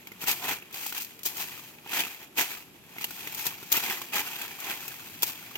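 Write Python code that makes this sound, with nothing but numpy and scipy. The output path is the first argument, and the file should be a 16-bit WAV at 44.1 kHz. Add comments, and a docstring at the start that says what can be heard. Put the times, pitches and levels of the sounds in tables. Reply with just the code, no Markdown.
"""A machete hacks at a banana stem outdoors; filtered noise makes a low country hush and a drone.
Stalks snap and leaves tear in quick clusters over the first second and a half, with a faint low tone.
Spaced, strong tears follow to 2.4 s; after a lull, dry leaves are torn and dragged aside to the end,
another low tone wavering at 4 s. Tears are showers of tiny cracks that settle; snaps are dying noise
bursts with sine rings, the loudest near 5.2 s. Two microphone ports of unlike colour hear it."""
import sys
import numpy as np
from scipy import signal
from scipy.fft import rfft, irfft
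from scipy.io import wavfile
from scipy.ndimage import uniform_filter1d

SR = 44100
rng = np.random.default_rng(int(sys.argv[2]) if len(sys.argv) > 2 else 0)


def unload_wav(signal):
    """Save mono or channel-first audio to the path in sys.argv[1] as 16-bit WAV at rate SR, clipped to [-1, 1]."""
    wavfile.write(
        sys.argv[1],
        SR,
        np.round(np.clip(np.atleast_2d(signal).T, -1, 1) * 32767).astype(np.int16),
    )


def voltage_ratio(decibels):
    """Convert decibels (scalar or array-like) to amplitude ratios, 20 dB per decade."""
    exponent = np.asarray(decibels, float) / 20
    return 10 ** exponent


N = 245637  # samples
HZ = np.fft.rfftfreq(N, 1 / SR)


def evened(x):
    """Scales to rms 1."""
    return x / np.sqrt(np.mean(x ** 2) + 1e-20)


def smoothed_twice(x, width):
    """Two running means leave only the slow part of a noise."""
    return uniform_filter1d(uniform_filter1d(x, width), width)


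def read(points, column=1):
    """Reads a spectrum table at every frequency of the full transform, along log frequency."""
    table = np.transpose(points)
    return np.interp(np.log(HZ + 1), np.log(table[0] + 1), table[column])


def filtered(x, gain):
    """Multiplies the spectrum by a gain."""
    return irfft(rfft(x) * gain, N)


# phase by which the left port leads: frequency_hz, lead_rad
PORT_LEAD = [(60, .05), (600, .25), (1000, .45), (1400, .8), (1800, .9), (2200, 2.2), (2350, -.4),
             (3000, 3.1), (16000, 59)]


def paired(shared, other, alike):
    """Left gets the sound; right gets a phase-shifted share of it and the rest by other paths."""
    same = np.clip(read(alike), 0, 1)
    direct = filtered(shared, same * np.exp(-1j * read(PORT_LEAD)))
    elsewhere = filtered(other, np.sqrt(1 - same ** 2))
    return np.array([shared, direct + elsewhere])


# likeness of the two ports for sound from all round: frequency_hz, likeness_0_to_1
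HUSH_LIKENESS = [(30, 0.25), (300, 0.96), (600, 0.26), (1500, 0.041), (4000, 0.058)]
# spectrum of the hush behind the port colour: frequency_hz, relative_level_db_per_hz
HUSH_COLOUR = [(30, -17), (60, -6), (160, 1), (350, 3.5), (570, -4), (900, -8), (1600, -12), (2500, -9),
               (4000, -13.5), (9000, -22.5), (12000, -4.5), (16000, -44)]


def hush():
    """Far leaves and light air: smooth noise whose level wavers slightly."""
    level_db, waver_db = -45.5, 0.71  # rms level ahead of the ports, rms waver
    a, b, slow = rng.standard_normal((3, N))
    waver = voltage_ratio(waver_db * evened(uniform_filter1d(slow, 3000)))
    air = paired(a, b, HUSH_LIKENESS) * waver
    # the left port's colour is taken out here, as the ports add theirs later
    return voltage_ratio(level_db) * evened(filtered(air, voltage_ratio(read(HUSH_COLOUR) - read(PORT_COLOUR))))


# swell of the distant drone: time_s, level_db
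DRONE_SWELL = [(0, -63), (0.25, -47.5), (0.8, -59.5), (1.65, -52.5), (2.498, -69.5), (2.7, -52.5),
               (3.45, -49), (3.95, -53.5), (4.65, -57), (5.15, -48.5), (5.57, -52)]
# drone spectrum, before a steady fall towards the treble: frequency_hz, relative_level_db_per_hz
DRONE_SPECTRUM = [(50, -4), (95, 11), (160, 14), (290, 9), (400, -5)]


def drone():
    """Narrow low noise with no clear pitch swells and sinks, largely alike at both ports."""
    time_s, level_db = np.transpose(DRONE_SWELL)
    noise = paired(*rng.standard_normal((2, N)), HUSH_LIKENESS)
    low = filtered(noise, voltage_ratio(read(DRONE_SPECTRUM) - HZ / 30))  # falls 1 dB every 30 Hz
    swell = voltage_ratio(np.interp(np.arange(N) / SR, time_s, level_db))
    return swell * evened(low)


# faint low tones; a row that starts past the end stays silent:
# start_s, length_s, first_pitch_hz, last_pitch_hz, level_db
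LOW_TONES = [(6.5, 0.62, 160, 130, -46), (4, 0.35, 275, 268, -49), (0.11, 0.15, 190, 167, -49)]


def tones():
    """Soft sines that swell, drift in pitch and wobble a little."""
    out = np.zeros(N)
    wobble = evened(smoothed_twice(rng.standard_normal(N), 1500))
    for start_s, length_s, first_hz, last_hz, level_db in LOW_TONES:
        progress = np.clip((np.arange(N) / SR - start_s) / length_s, 0, 1)
        pitch_hz = (first_hz + (last_hz - first_hz) * progress) * (1 + 0.022 * wobble)
        swell = voltage_ratio(level_db) * np.sin(np.pi * progress)
        out += swell * np.sin(2 * np.pi * np.cumsum(pitch_hz) / SR)
    return out


# colour of the hollow part: frequency_hz, gain_db
SHEATH_COLOUR = [(40, -19.5), (150, -9.5), (450, -2), (650, -4.5), (900, -2), (1200, -9.5), (1500, -9)]
# colour of the leaf body: frequency_hz, gain_db
BLADE_COLOUR = [(1200, 2), (1700, 1.5), (2500, 0), (3600, -1.5)]


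def three_parts(x, low_hz=1500, high_hz=3700):
    """Whole sheaths give the hollow part, leaf blades the body, brittle edges the treble."""
    low = filtered(x, 1 / (1 + (HZ / low_hz) ** 6))
    below = filtered(x, 1 / (1 + (HZ / high_hz) ** 6))
    hollow = filtered(low, voltage_ratio(read(SHEATH_COLOUR)))
    body = filtered(below - low, voltage_ratio(read(BLADE_COLOUR)))
    return hollow, body, x - below


def cracks(per_s, spread_db, count=20):
    """Chance clicks ring crinkled leaves, each at its own pitch and busier at some moments."""
    size = voltage_ratio(spread_db * np.minimum(rng.exponential(1, N), 5)) * (rng.random(N) < per_s / SR)
    busy = evened(uniform_filter1d(rng.standard_normal((count, N // 256 + 2)), 9, axis=1))
    leaf = rng.integers(0, count, N)  # which leaf each click strikes
    t, out = np.arange(1500) / SR, np.zeros((2, N))
    pitches_hz = np.geomspace(650, 4500, count)
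    crinkles = rng.standard_normal((count, 2, 1500))
    for k, (hz, crinkle) in enumerate(zip(pitches_hz, crinkles)):
        # a quarter cycle apart in the two channels, 60 dB down after 34 cycles
        tone = np.sin(2 * np.pi * (hz * t + [[0], [1 / 4]])) * voltage_ratio(-60 * t * hz / 34)
        ring = crinkle * voltage_ratio(-60 * t / 0.0093) + 0.21 * tone  # crinkle dies 60 dB in 9.3 ms
        ring = ring / np.linalg.norm(ring, axis=1)[:, None]
        struck = size * (leaf == k) * voltage_ratio(2.76 * np.repeat(busy[k], 256)[:N])
        out += signal.oaconvolve(struck[None], ring, axes=1)[:, :N]
    return evened(out)


# loose leaves handled and dragged between the tears: time_s, level_db, crispness_db (treble over body)
DRAGGING = [(0, -45.5, -4), (0.8, -40.5, -8), (1.8, -51, -16), (2.8, -48, -7), (3.05, -40, 4),
            (3.26, -30, -1.5), (3.6, -36.5, -1), (4.0, -39, 1), (4.1, -53, 10), (4.3, -31, -2.5),
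            (4.55, -33, -2), (4.85, -34, 1), (5.2, -38, 0), (5.57, -35, -2.5)]
# leaves torn, cut or pulled: start_s, rise_s, hold_s, settling_s, level_db,
# crispness_db (treble over body), hollowness_db (low part over body)
LEAF_TEARS = [(0.191, 0.033, 0.012, 0.11, -28, 3.5, 4), (0.256, 0.019, 0.033, 0.17, -18, 2.5, -0.5),
              (0.375, 0.063, 0.022, 0.092, -24, -1.5, 7.5), (0.453, 0.034, 0.036, 0.084, -17.5, -4.5, 0.5),
              (0.723, 0.021, 0.089, .1, -31.5, 3, -0.5), (0.766, 0.073, 0.067, 0.18, -35.5, 8, -12),
              (0.912, 0.038, 0.04, .06, -28, 0.5, -5), (0.992, 0.016, 0.018, 0.29, -35.5, 11.5, -3),
              (1.238, 0.019, 0.0092, 0.37, -27.5, 12, 3), (1.313, 0.093, 0.021, 0.41, -24.5, 2.5, -0.5),
              (1.485, .04, 0.042, 0.12, -34.5, -7, -4), (1.847, 0.099, 0.066, 0.22, -17.5, -3, -1.5),
              (2.16, 0.045, 0.032, 0.05, -36.5, -3.5, 1), (2.356, 0.025, 0.034, .24, -15.5, -0.5, -1),
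              (2.929, 0.085, .01, .2, -28.5, -4, -9), (3.322, 0.06, 0.042, 0.11, -28, 4, -1.5),
              (3.433, 0.026, 0.0065, 0.076, -21, 4.5, 1), (3.688, 0.045, 0.044, 0.15, -20.5, 2.5, 0),
              (3.777, 0.058, 0.11, 0.28, -22, -2.5, 0.5), (4.116, 0.018, 0.073, 0.27, -17.5, -4.5, -1),
              (4.319, 0.079, 0.051, .15, -29.5, -2.5, 2), (4.541, 0.15, 0.021, .2, -22.5, -6, 1),
              (5.215, 0.054, 0.026, 0.15, -31.5, 8, 1)]


def stirring():
    """Gains of hollow part, body and treble: every tear climbs, holds, lets go and settles."""
    rise_db, let_go_db_per_s = 27.5, 429  # a tear climbs this far, then stops fast
    settle_db, settle_crisp_share = -10, 0.51  # shaken leaves rustle on, softer and less coloured
    drag_hollow_db = -1.5
    t = np.arange(0, N + 64, 64) / SR
    time_s, level_db, crisp_db = np.transpose(DRAGGING)
    # powers, hence the doubled decibels
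    body = voltage_ratio(2 * np.interp(t, time_s, level_db))
    hollow = body * voltage_ratio(2 * drag_hollow_db)
    crisp = body * voltage_ratio(2 * np.interp(t, time_s, crisp_db))
    for start_s, rise_s, hold_s, settling_s, level_db, crisp_db, hollow_db in LEAF_TEARS:
        climb_db = rise_db * np.minimum((t - start_s) / max(rise_s, .005) - 1, 0)
        after = np.maximum(t - start_s - rise_s - hold_s, 0)
        tear = voltage_ratio(2 * (level_db + climb_db - let_go_db_per_s * after))
        fall_db = 20 * (after / max(settling_s, .02)) ** 2  # 20 dB down after the settling time
        settle = voltage_ratio(2 * (level_db + climb_db + settle_db - fall_db))
        body = body + tear + settle
        hollow = hollow + (tear + settle) * voltage_ratio(2 * hollow_db)
        crisp = crisp + tear * voltage_ratio(2 * crisp_db) + settle * voltage_ratio(2 * settle_crisp_share * crisp_db)
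    powers = (hollow, body, crisp)
    return np.array([np.interp(np.arange(N) / SR, t, np.sqrt(power)) for power in powers])


def leaves(gains):
    """The shower of cracks swells with the stirring and comes in faint brief clumps."""
    clumps = evened(smoothed_twice(rng.standard_normal(N), 350))
    parts = three_parts(cracks(per_s=5000, spread_db=-0.5))
    return voltage_ratio(0.28 * clumps) * sum(gain * part for gain, part in zip(gains, parts))


def small_snaps(body_gain, count=280):
    """Snap rows at chance moments over the rustle, as strong as the stirring allows."""
    over_stirring_db, spread_db, crisp_db, thud_db = -1, 2, 0.5, -18
    lowest_hz, highest_hz = 1100, 4360
    when, size, pitch = rng.random((count, 3)).T
    stirring_db = 20 * np.log10(body_gain[(when * N).astype(int)])
    level_db = stirring_db + over_stirring_db + spread_db * np.minimum(-np.log(1 - size), 2)
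    ring_hz = lowest_hz * (highest_hz / lowest_hz) ** pitch
    return [(w * N / SR, db, crisp_db, hz, thud_db) for w, db, hz in zip(when, level_db, ring_hz)]


# snaps of fibres and stalks; those against the stem thud more:
# start_s, level_db, crispness_db (treble over the rest), stalk_ring_hz, thud_db (over the level)
STALK_SNAPS = [(0.071, -28, 0, 2320, -27), (0.118, -30.5, -1, 2100, -6), (0.215, -28, 6, 3020, -25),
               (0.239, -31.5, 11, 1390, 4.5), (0.281, -18.5, 9, 790, -18), (0.313, -28, 21, 2510, -5),
               (0.49, -17, 0, 1010, -40), (0.52, -23, 4, 1840, -4), (0.623, -31, -26, 2610, -14),
               (0.727, -39, 13, 3460, -18), (0.835, -35, 4.5, 1880, -15), (0.863, -26.5, 12.5, 850, -31),
               (0.893, -35, 12, 2620, -29), (0.924, -20.5, 2, 1470, -42), (0.978, -24, 7.5, 2720, -33),
               (1.02, -36, 17, 2560, -27), (1.046, -35.5, 14.5, 2630, -22), (1.232, -35, 16, 3500, -12),
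               (1.191, -41, 11, 2420, -5), (1.26, -24, 13, 3500, -6), (1.369, -33, 15, 2420, -6),
               (1.785, -33, -14, 2480, -29), (1.862, -29.5, -11, 850, -6.5), (2.036, -18.5, -11, 2540, -22),
               (2.373, -22, -3, 2600, -21), (2.382, -17, -15, 2540, -19), (2.964, -30, -9, 726, -9),
               (2.983, -23.5, -4.5, 2160, -14), (3.018, -33, 11, 2240, -19), (3.042, -15.5, 3.5, 2860, -38),
               (3.107, -26, 4.5, 1470, -25), (3.272, -23, 1, 2050, -10), (3.322, -39, 15, 2670, -20),
               (3.346, -38.5, 23, 2000, -18), (3.396, -27, 0, 2110, -15), (3.466, -20.5, 11, 3530, -9),
               (3.628, -43, 15, 790, 12), (3.718, -24, 18, 2120, -5.5), (3.724, -23, 21.5, 2140, -31),
               (3.767, -23, 14, 1430, -7), (3.775, -16, -6, 2660, -8), (4.016, -22.5, 3.5, 1080, -23),
               (4.133, -23, -8, 2570, -24), (4.156, -16, 3, 2470, -12), (4.417, -23, 4, 2560, -34),
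               (4.601, -38.5, 18.5, 2400, -21), (4.698, -29, -10, 2620, -6), (4.879, -31, 14, 2603, -4),
               (5.222, -21, 11, 3340, -31), (5.23, -13.5, 10.5, 3370, -13), (5.232, -18, 10.5, 958, -10),
               (5.555, -18.5, -4, 2870, -32)]
# soft ring of the wet stem: frequency_hz, width_hz, level_db
STEM_RING = [(153, 25, -36), (413, 230, 7.5), (915, 140, -12), (1390, 56, -3.5)]


def snaps(rows):
    """Each snap is a sudden dying burst that rings its stalk and thuds in the stem."""
    rise_s, burst_t60_s, stalk_t60_s, stalk_db = .0016, .04, .024, -2
    t = np.arange(6000) / SR
    thud = sum(voltage_ratio(db) * np.exp(-np.pi * width_hz * t) * np.sin(2 * np.pi * hz * t)
               for hz, width_hz, db in STEM_RING)
    fade = voltage_ratio(-60 * t / burst_t60_s) * np.minimum(t / rise_s, 1)
    soft, brittle, rung = np.zeros((3, 2, N + len(t)))
    bursts = rng.standard_normal((len(rows), 2, 6000))
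    for (start_s, level_db, crisp_db, ring_hz, thud_db), burst in zip(rows, bursts):
        start = round(start_s * SR)
        at = slice(start, start + len(t))
        stalk = voltage_ratio(-60 * t / stalk_t60_s) * np.sin(2 * np.pi * ring_hz * t)
        soft[:, at] += voltage_ratio(level_db) * fade * burst
        brittle[:, at] += voltage_ratio(level_db + crisp_db) * fade * burst
        rung[0, at] += voltage_ratio(level_db + stalk_db) * stalk + voltage_ratio(level_db + thud_db) * thud
    rung[1] = np.roll(signal.hilbert(rung[0]).imag, 3)  # the other path: a quarter turn, 3 samples late
    hollow, body, _ = three_parts(soft[:, :N])
    treble = three_parts(brittle[:, :N])[2]
    return hollow + body + treble + rung[:, :N]


# likeness of the two ports for the near sounds: frequency_hz, likeness_0_to_1
NEAR_LIKENESS = [(60, .9), (900, .97), (1400, .8), (2000, .7), (2300, .3), (2700, .7), (3300, .25),
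                 (16000, .2)]


def scene():
    """Leaves and snaps reach both ports from near by; hush and drone come from all round."""
    gains = stirring()
    near = leaves(gains) + snaps(STALK_SNAPS + small_snaps(gains[1]))
    return paired(near[0], near[1], NEAR_LIKENESS) + hush() + drone() + tones()


def band_limit(x):
    """A steep low-pass at the top of the band."""
    return signal.sosfilt(signal.butter(12, 16820, fs=SR, output="sos"), x)


# colour of the path and of each port: frequency_hz, left_db, right_db
PORT_COLOUR = [(30, -34, -36), (90, -11, -12), (150, -9.0, -9.0), (380, -7.0, -7.0), (570, -12.0, -14.0),
               (720, -7, -6), (950, -6.0, -3.0), (1300, -7.0, -7.0), (1700, -8, -9), (2000, -4.0, -2.0),
               (2250, -4.0, -2.0), (2600, -4.0, 0.0), (3450, -6.0, -4.0), (3750, -8.0, -7.0),
               (5300, -9.0, -9.0), (6100, -11.0, -7.0), (6750, -11.0, -4.0), (7050, -16.0, -9.0),
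               (7600, -16.0, -7.0), (8800, -15.0, -13.0), (10000, -13.0, -17.0), (11400, -9.0, -20.0),
               (11750, -1.0, -16.0), (13000, -1.0, -14.0), (15600, -5.0, -16.0)]


def record(dry):
    """Each port colours the sound, with a causal phase, under a steep upper band limit."""
    edge_hz = 15850
    colour_db = np.array([read(PORT_COLOUR, column=1), read(PORT_COLOUR, column=2)])
    log_gain = np.log(voltage_ratio(colour_db))
    mean = log_gain.mean(0)
    # minimum phase of the mean colour, shared by both ports
    phase = -signal.hilbert(np.hstack([mean, mean[:0:-1]])).imag[:len(HZ)]
    edge = voltage_ratio(-np.clip((HZ - edge_hz) / 4, 0, 60))  # 1 dB down every 4 Hz, to -60 dB
    mix = filtered(dry, edge * np.exp(log_gain + 1j * phase))
    return band_limit(mix)


dry = scene()
out = record(dry)
unload_wav(out)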